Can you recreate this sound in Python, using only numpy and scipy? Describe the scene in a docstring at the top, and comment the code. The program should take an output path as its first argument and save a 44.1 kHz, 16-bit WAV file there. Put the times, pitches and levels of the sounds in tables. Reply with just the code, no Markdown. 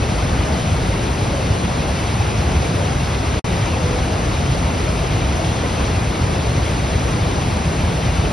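"""On the rocky bank of a muddy river in flood, heard through a phone's two ports.
Falling waves throb and boom as wavering low noise, thuds and short low tones that fade quickly.
White water rushes (flickering noise) and gurgles (bubble rings rising in pitch), with a few hollow notes.
Crests hiss (high noise), splash (bursts that drain away) and patter (tiny rings).
The flow is steady; once the sound cuts out for an instant."""
import sys
import numpy as np
from scipy import signal
from scipy.fft import rfft, irfft
from scipy.io import wavfile
from scipy.ndimage import uniform_filter1d

SR = 44100
rng = np.random.default_rng(int(sys.argv[2]) if len(sys.argv) > 2 else 0)


def master(y):
    """Save y as 16-bit WAV."""
    cut = np.clip(np.atleast_2d(y).T, -1, 1)
    pcm = np.round(cut * 32767)  # scale
    wavfile.write(sys.argv[1], SR, pcm.astype(np.int16))


N = 366912  # samples
TIME = np.arange(N) / SR  # s
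FREQ = np.arange(N // 2 + 1) * SR / N  # Hz
PLUNGE_TOP_HZ, CHURN_TOP_HZ, TOP_HZ = 200, 1700, 11450  # upper edges of roar, churn and everything


def undb(db):
    """Turn decibels into gain."""
    return 10 ** (np.asarray(db) / 20)


def unit(x):
    """Scale to an average (rms) strength of 1."""
    return x / np.sqrt(np.mean(x ** 2))


def across(table):
    """Spread each column of a table that starts with pitch_hz over every frequency."""
    hz, *columns = np.transpose(table)
    return [np.interp(np.log(FREQ + 1), np.log(hz), column) for column in columns]


def band(lo_hz, hi_hz, order=8):
    """Gain of a band with soft edges; neighbouring bands add up to even power."""
    low_edge = 1 + (lo_hz / (FREQ + 1)) ** order
    high_edge = 1 + (FREQ / hi_hz) ** order
    return 1 / np.sqrt(low_edge * high_edge)


def walk(rate):
    """Wander at random: `rate` new levels per second, smoothed twice, with spread 1."""
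    hold = int(SR / rate)  # samples
    levels = np.repeat(rng.standard_normal(N // hold + 2), hold)
    levels = levels[rng.integers(hold):][:N]
    return unit(uniform_filter1d(uniform_filter1d(levels, hold), hold))


def turbulence(lo_hz, hi_hz, swell_db, flicker_db, flicker_rate, count):
    """Countless merged bubbles: each size class flickers alone, and all swell together."""
    edges = np.geomspace(lo_hz, hi_hz, count + 1)
    out = 0
    for lo, hi in zip(edges, edges[1:]):
        noise = rng.standard_normal((2, N))
        cloud = irfft(rfft(noise) * band(lo, hi), N)
        out = out + cloud * undb(flicker_db * walk(flicker_rate))
    return unit(out * undb(swell_db * walk(flicker_rate / 2)))


def grains(lo_hz, hi_hz, cycles, glide, spread_db, count):
    """Single damped rings at random moments and places; most are small, a few are large."""
    out = np.zeros((2, N + SR))
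    for when, pitch, size, place in rng.random((count, 4)):
        hz = lo_hz + (hi_hz - lo_hz) * pitch
        length = min(int(cycles * SR / hz) + 2, SR)
        turns = np.arange(length) * hz / SR
        age = turns / cycles
        fade = np.exp(-np.log(100) * age)  # 40 dB down at age 1
        # the pitch climbs by the share `glide` up to age 1
        ring = np.sin(2 * np.pi * turns * (1 + glide * age / 2)) * fade
        gain = np.sqrt(hz) * undb(spread_db * size ** 2)  # sqrt makes up for shorter high rings
        start, angle = int(when * N), 2 * np.pi * place
        out[:, start:start + length] += gain * np.outer([np.cos(angle), np.sin(angle)], ring)
    return unit(out[:, :N])


# Tone colour of the river at the bank; only its shape counts: pitch_hz, level_db (per Hz)
RIVER_COLOUR = [(25, -21.5), (35, -16.5), (56, -0.5), (75, -.2), (110, -2.8), (150, -4.9), (215, -10.4),
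                (320, -14.3), (400, -15.9), (680, -17.3), (820, -18.8), (1000, -21.4), (1500, -24.6),
                (1800, -26.7), (2000, -25.7), (2650, -27), (3050, -29), (4000, -30.7), (5000, -32.6),
                (6000, -33.4), (7000, -33.7), (9100, -36.6), (9700, -39), (10700, -42), (11400, -46.5)]
# How the two ports differ in a wide field of sound:
# pitch_hz, likeness (0 to 1), left_lead_radians, left_minus_right_db
PORT_DIFFERENCES = [(55, 0.998, 0, 0), (130, 0.985, 0.08, 0.4), (300, 0.86, 0.29, 0.6),
                    (650, 0.61, 0.72, 3.1), (1150, 0.44, 0.95, 3.3), (1450, 0.15, 0.3, 3),
                    (1800, 0.42, -0.52, -3.1), (2100, 0.98, 0, 0.1), (2600, 0.94, 0.08, 0.4),
                    (3250, 0.65, 0.6, 3.6), (4400, 0.98, 0.02, 0.8), (5350, 0.93, -0.03, 0.5),
                    (6300, 0.2, -0.6, 3), (6450, 0.6, -2.6, 2), (6650, .93, -3.1, .6), (6850, 1, -3.14, 0),
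                    (8300, 1, -3.14, 0), (8780, .97, -3.35, 0), (9150, 0.53, -4.7, 0.3),
                    (9900, 0.995, -6.28, 0)]


def at_bank(water, reach, core):
    """Colour a layer and pick it up at both ports; the core band of their average has rms 1."""
    colour_db, = across(RIVER_COLOUR)
    likeness, lead, balance_db = across(PORT_DIFFERENCES)
    likeness = np.clip(likeness, 0, 1)
    shared, apart = rfft(water) * undb(colour_db) * reach
    # long waves reach both ports alike; shorter ones differ in phase and strength
    shared = shared * np.sqrt(1 + likeness)
    apart = apart * np.sqrt(1 - likeness)
    lean = undb(balance_db / 2) * np.exp(.5j * lead)
    left = (shared + apart) * lean
    right = (shared - apart) / lean
    middle = irfft((left + right) / 2 * core, N)
    return irfft([left, right], N) / np.std(middle)


SPLASH_DB = -9.5  # splashes against the hiss
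SPLASH_DECAY_S, SPLASH_SPREAD_DB = 0.017, 4.5  # time for power to fall to 37 %; range of sizes


def splashes(count):
    """Level of many overlapping splashes: each starts at once and drains away."""
    when, size = rng.random((count, 2)).T
    power = undb(SPLASH_SPREAD_DB * size ** 2) ** 2
    starts = np.bincount((when * N).astype(int), power, N)
    keep = np.exp(-1 / (SPLASH_DECAY_S * SR))  # share of power left after each sample
    return unit(np.sqrt(signal.lfilter([1], [1, -keep], starts)))


def spray():
    """Foam hisses on the crests, splashes burst in clumps and droplets patter back onto the water."""
    hiss = turbulence(880, 13900, swell_db=0.3, flicker_db=1.2, flicker_rate=60, count=20)
    bursts = 0
    for lo in (1400, 2800, 5600):  # each octave splashes on its own
        sheet = turbulence(lo, 2 * lo, swell_db=.5, flicker_db=1.0, flicker_rate=65, count=2)
        bursts = bursts + sheet * splashes(count=600)
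    droplets = grains(1350, 11360, cycles=12, glide=.1, spread_db=8, count=8000)
    fizz = grains(1500, 6500, cycles=270, glide=0.016, spread_db=10.5, count=3500)
    water = hiss + undb(SPLASH_DB) * unit(bursts) + undb(-13.0) * droplets + undb(-11.5) * fizz
    return at_bank(water, band(CHURN_TOP_HZ, SR), band(2000, 6000))


def churn():
    """White water rushes between the boulders; larger bubbles ring out, rising in pitch."""
    rush = turbulence(93.0, 3420, swell_db=0.08, flicker_db=1.0, flicker_rate=26, count=22)
    gurgles = grains(300, 1802, cycles=69, glide=0.052, spread_db=10.5, count=2200)
    water = rush + undb(-11) * gurgles
    return at_bank(water, band(PLUNGE_TOP_HZ, CHURN_TOP_HZ), band(200, 1500))


NOTE_WAVER = 0.0144  # share of the pitch
# Hollow notes that stand out of the churn for a moment: middle_s, length_s, pitch_hz, level_db
NOTES_IN_CHURN = [(0.488, .12, 622, -29), (1.367, 0.12, 540, -30), (3.91, 0.14, 496, -26)]


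def hollow_notes():
    """Faint, slightly wavering tones that swell and sink back into the water."""
    out = 0
    for middle, length, hz, db in NOTES_IN_CHURN:
        turns = np.cumsum(hz * (1 + NOTE_WAVER * walk(30.1))) / SR
        swell = np.exp(-2 * ((TIME - middle) / length) ** 2)
        out = out + undb(db) * swell * np.sin(2 * np.pi * turns)
    return out


def plunge():
    """Big air pockets throb under falling waves, with dull thuds of water on rock."""
    throb = turbulence(16.0, 390, swell_db=0.0, flicker_db=-0.1, flicker_rate=19, count=3)
    thuds = grains(39.0, 313, cycles=5.4, glide=.05, spread_db=9.5, count=900)
    roar = at_bank(throb + undb(-12) * thuds, band(14, PLUNGE_TOP_HZ), band(30, 200))
    # so many waves fall at once that their total power stays nearly even
    power = uniform_filter1d(np.mean(roar ** 2, axis=0), size=SR // 8)
    power = uniform_filter1d(power, size=SR // 16)
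    return unit(roar / power ** 0.33)


BOOM_DB = -2.6  # added to every boom
BOOM_RISE_CYCLES, BOOM_GLIDE = 1, 0.015  # cycles up to the peak; share of pitch gained per rise time
# The heaviest waves slam down on rock: start_s, level_db (at the peak, before BOOM_DB),
# pitch_hz (at the start)
HEAVY_WAVES = [(0.312, -11, 59), (0.383, -10.5, 83), (0.71, -6.5, 90), (0.878, -8.5, 80), (0.927, -9, 75),
               (1.206, -9.5, 87), (1.5, -9, 92.5), (2.192, -10.5, 78), (2.457, -10, 80), (2.544, -10, 79),
               (2.954, -10, 87.5), (3.621, -7.5, 106), (3.838, -12, 83), (3.925, -12.5, 57),
               (3.99, -16, 48), (4.286, -8, 90), (4.488, -7, 114), (4.641, -9.5, 73.6), (5.141, -12, 104),
               (5.233, -12, 59), (5.792, -13, 61), (5.964, -9, 76), (6.225, -8, 91), (6.484, -10, 103),
               (6.573, -7.5, 129), (6.95, -9, 84), (7.207, -11, 98.4), (7.521, -8.5, 77.4),
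               (7.666, -8, 139), (7.786, -17, 103), (7.831, -9, 80), (8.061, -12, 106), (8.179, -8.5, 83)]


def booms():
    """Each heavy wave traps a pocket of air that throbs for a few cycles, alike at both ports."""
    out = 0
    for start, db, hz in HEAVY_WAVES:
        turns = np.maximum(TIME - start, 0) * hz
        age = np.minimum(turns / BOOM_RISE_CYCLES, 20)
        swell = age ** 2 * np.exp(2 - 2 * age)  # peaks at age 1
        throb = np.sin(2 * np.pi * turns * (1 + BOOM_GLIDE * age / 2))
        out = out + undb(db) * swell * throb
    return out * undb(BOOM_DB)


CHURN_DB, SPRAY_DB = -25, -32.5
SURGE_DB, SURGES_PER_S = 0.5, 26  # single waves lift and drop the roar at random
# Slow swell of the flow, as the level of the deep roar before surges: time_s, level_db
FLOW_SWELL = [(0, -19.5), (.6, -19.5), (1.4, -20.6), (1.85, -21.5), (2.4, -18.5), (3.25, -20.5),
              (3.8, -20.5), (4.4, -19.5), (5.1, -20), (6.25, -20.5), (7.1, -19), (7.7, -20.5), (8.3, -19)]


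def scene():
    """The roar swells with the flow and surges wave by wave; white water and spray run on evenly."""
    flow_db = np.interp(TIME, *np.transpose(FLOW_SWELL))
    roar_db = flow_db + SURGE_DB * walk(SURGES_PER_S)
    deep = plunge() * undb(roar_db) + booms()
    return deep + churn() * undb(CHURN_DB) + hollow_notes() + spray() * undb(SPRAY_DB)


CUT_S, CUT_LENGTH_S, EDGE_S = 3.3955, .047, .002  # start, length, and ramp on either side
CUT_DROP_DB, CUT_FADE_S = -19, .028  # first drop, then a further 60 dB down in this time


def cut_out():
    """Gain of the brief gap: a sudden drop, an ever faster fade to silence, an abrupt return."""
    age = TIME - CUT_S
    fading = undb(CUT_DROP_DB - 60 * (age / CUT_FADE_S) ** 2)
    outside = np.clip(np.maximum(-age, age - CUT_LENGTH_S) / EDGE_S, 0, 1)
    return np.maximum(fading, outside)


def record(dry):
    """The sound cuts out once, and a steep filter removes the treble above TOP_HZ."""
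    treble_cut = signal.ellip(10, .1, 80, TOP_HZ, fs=SR, output="sos")
    return signal.sosfilt(treble_cut, dry * cut_out())


dry = scene()
out = record(dry)
master(out)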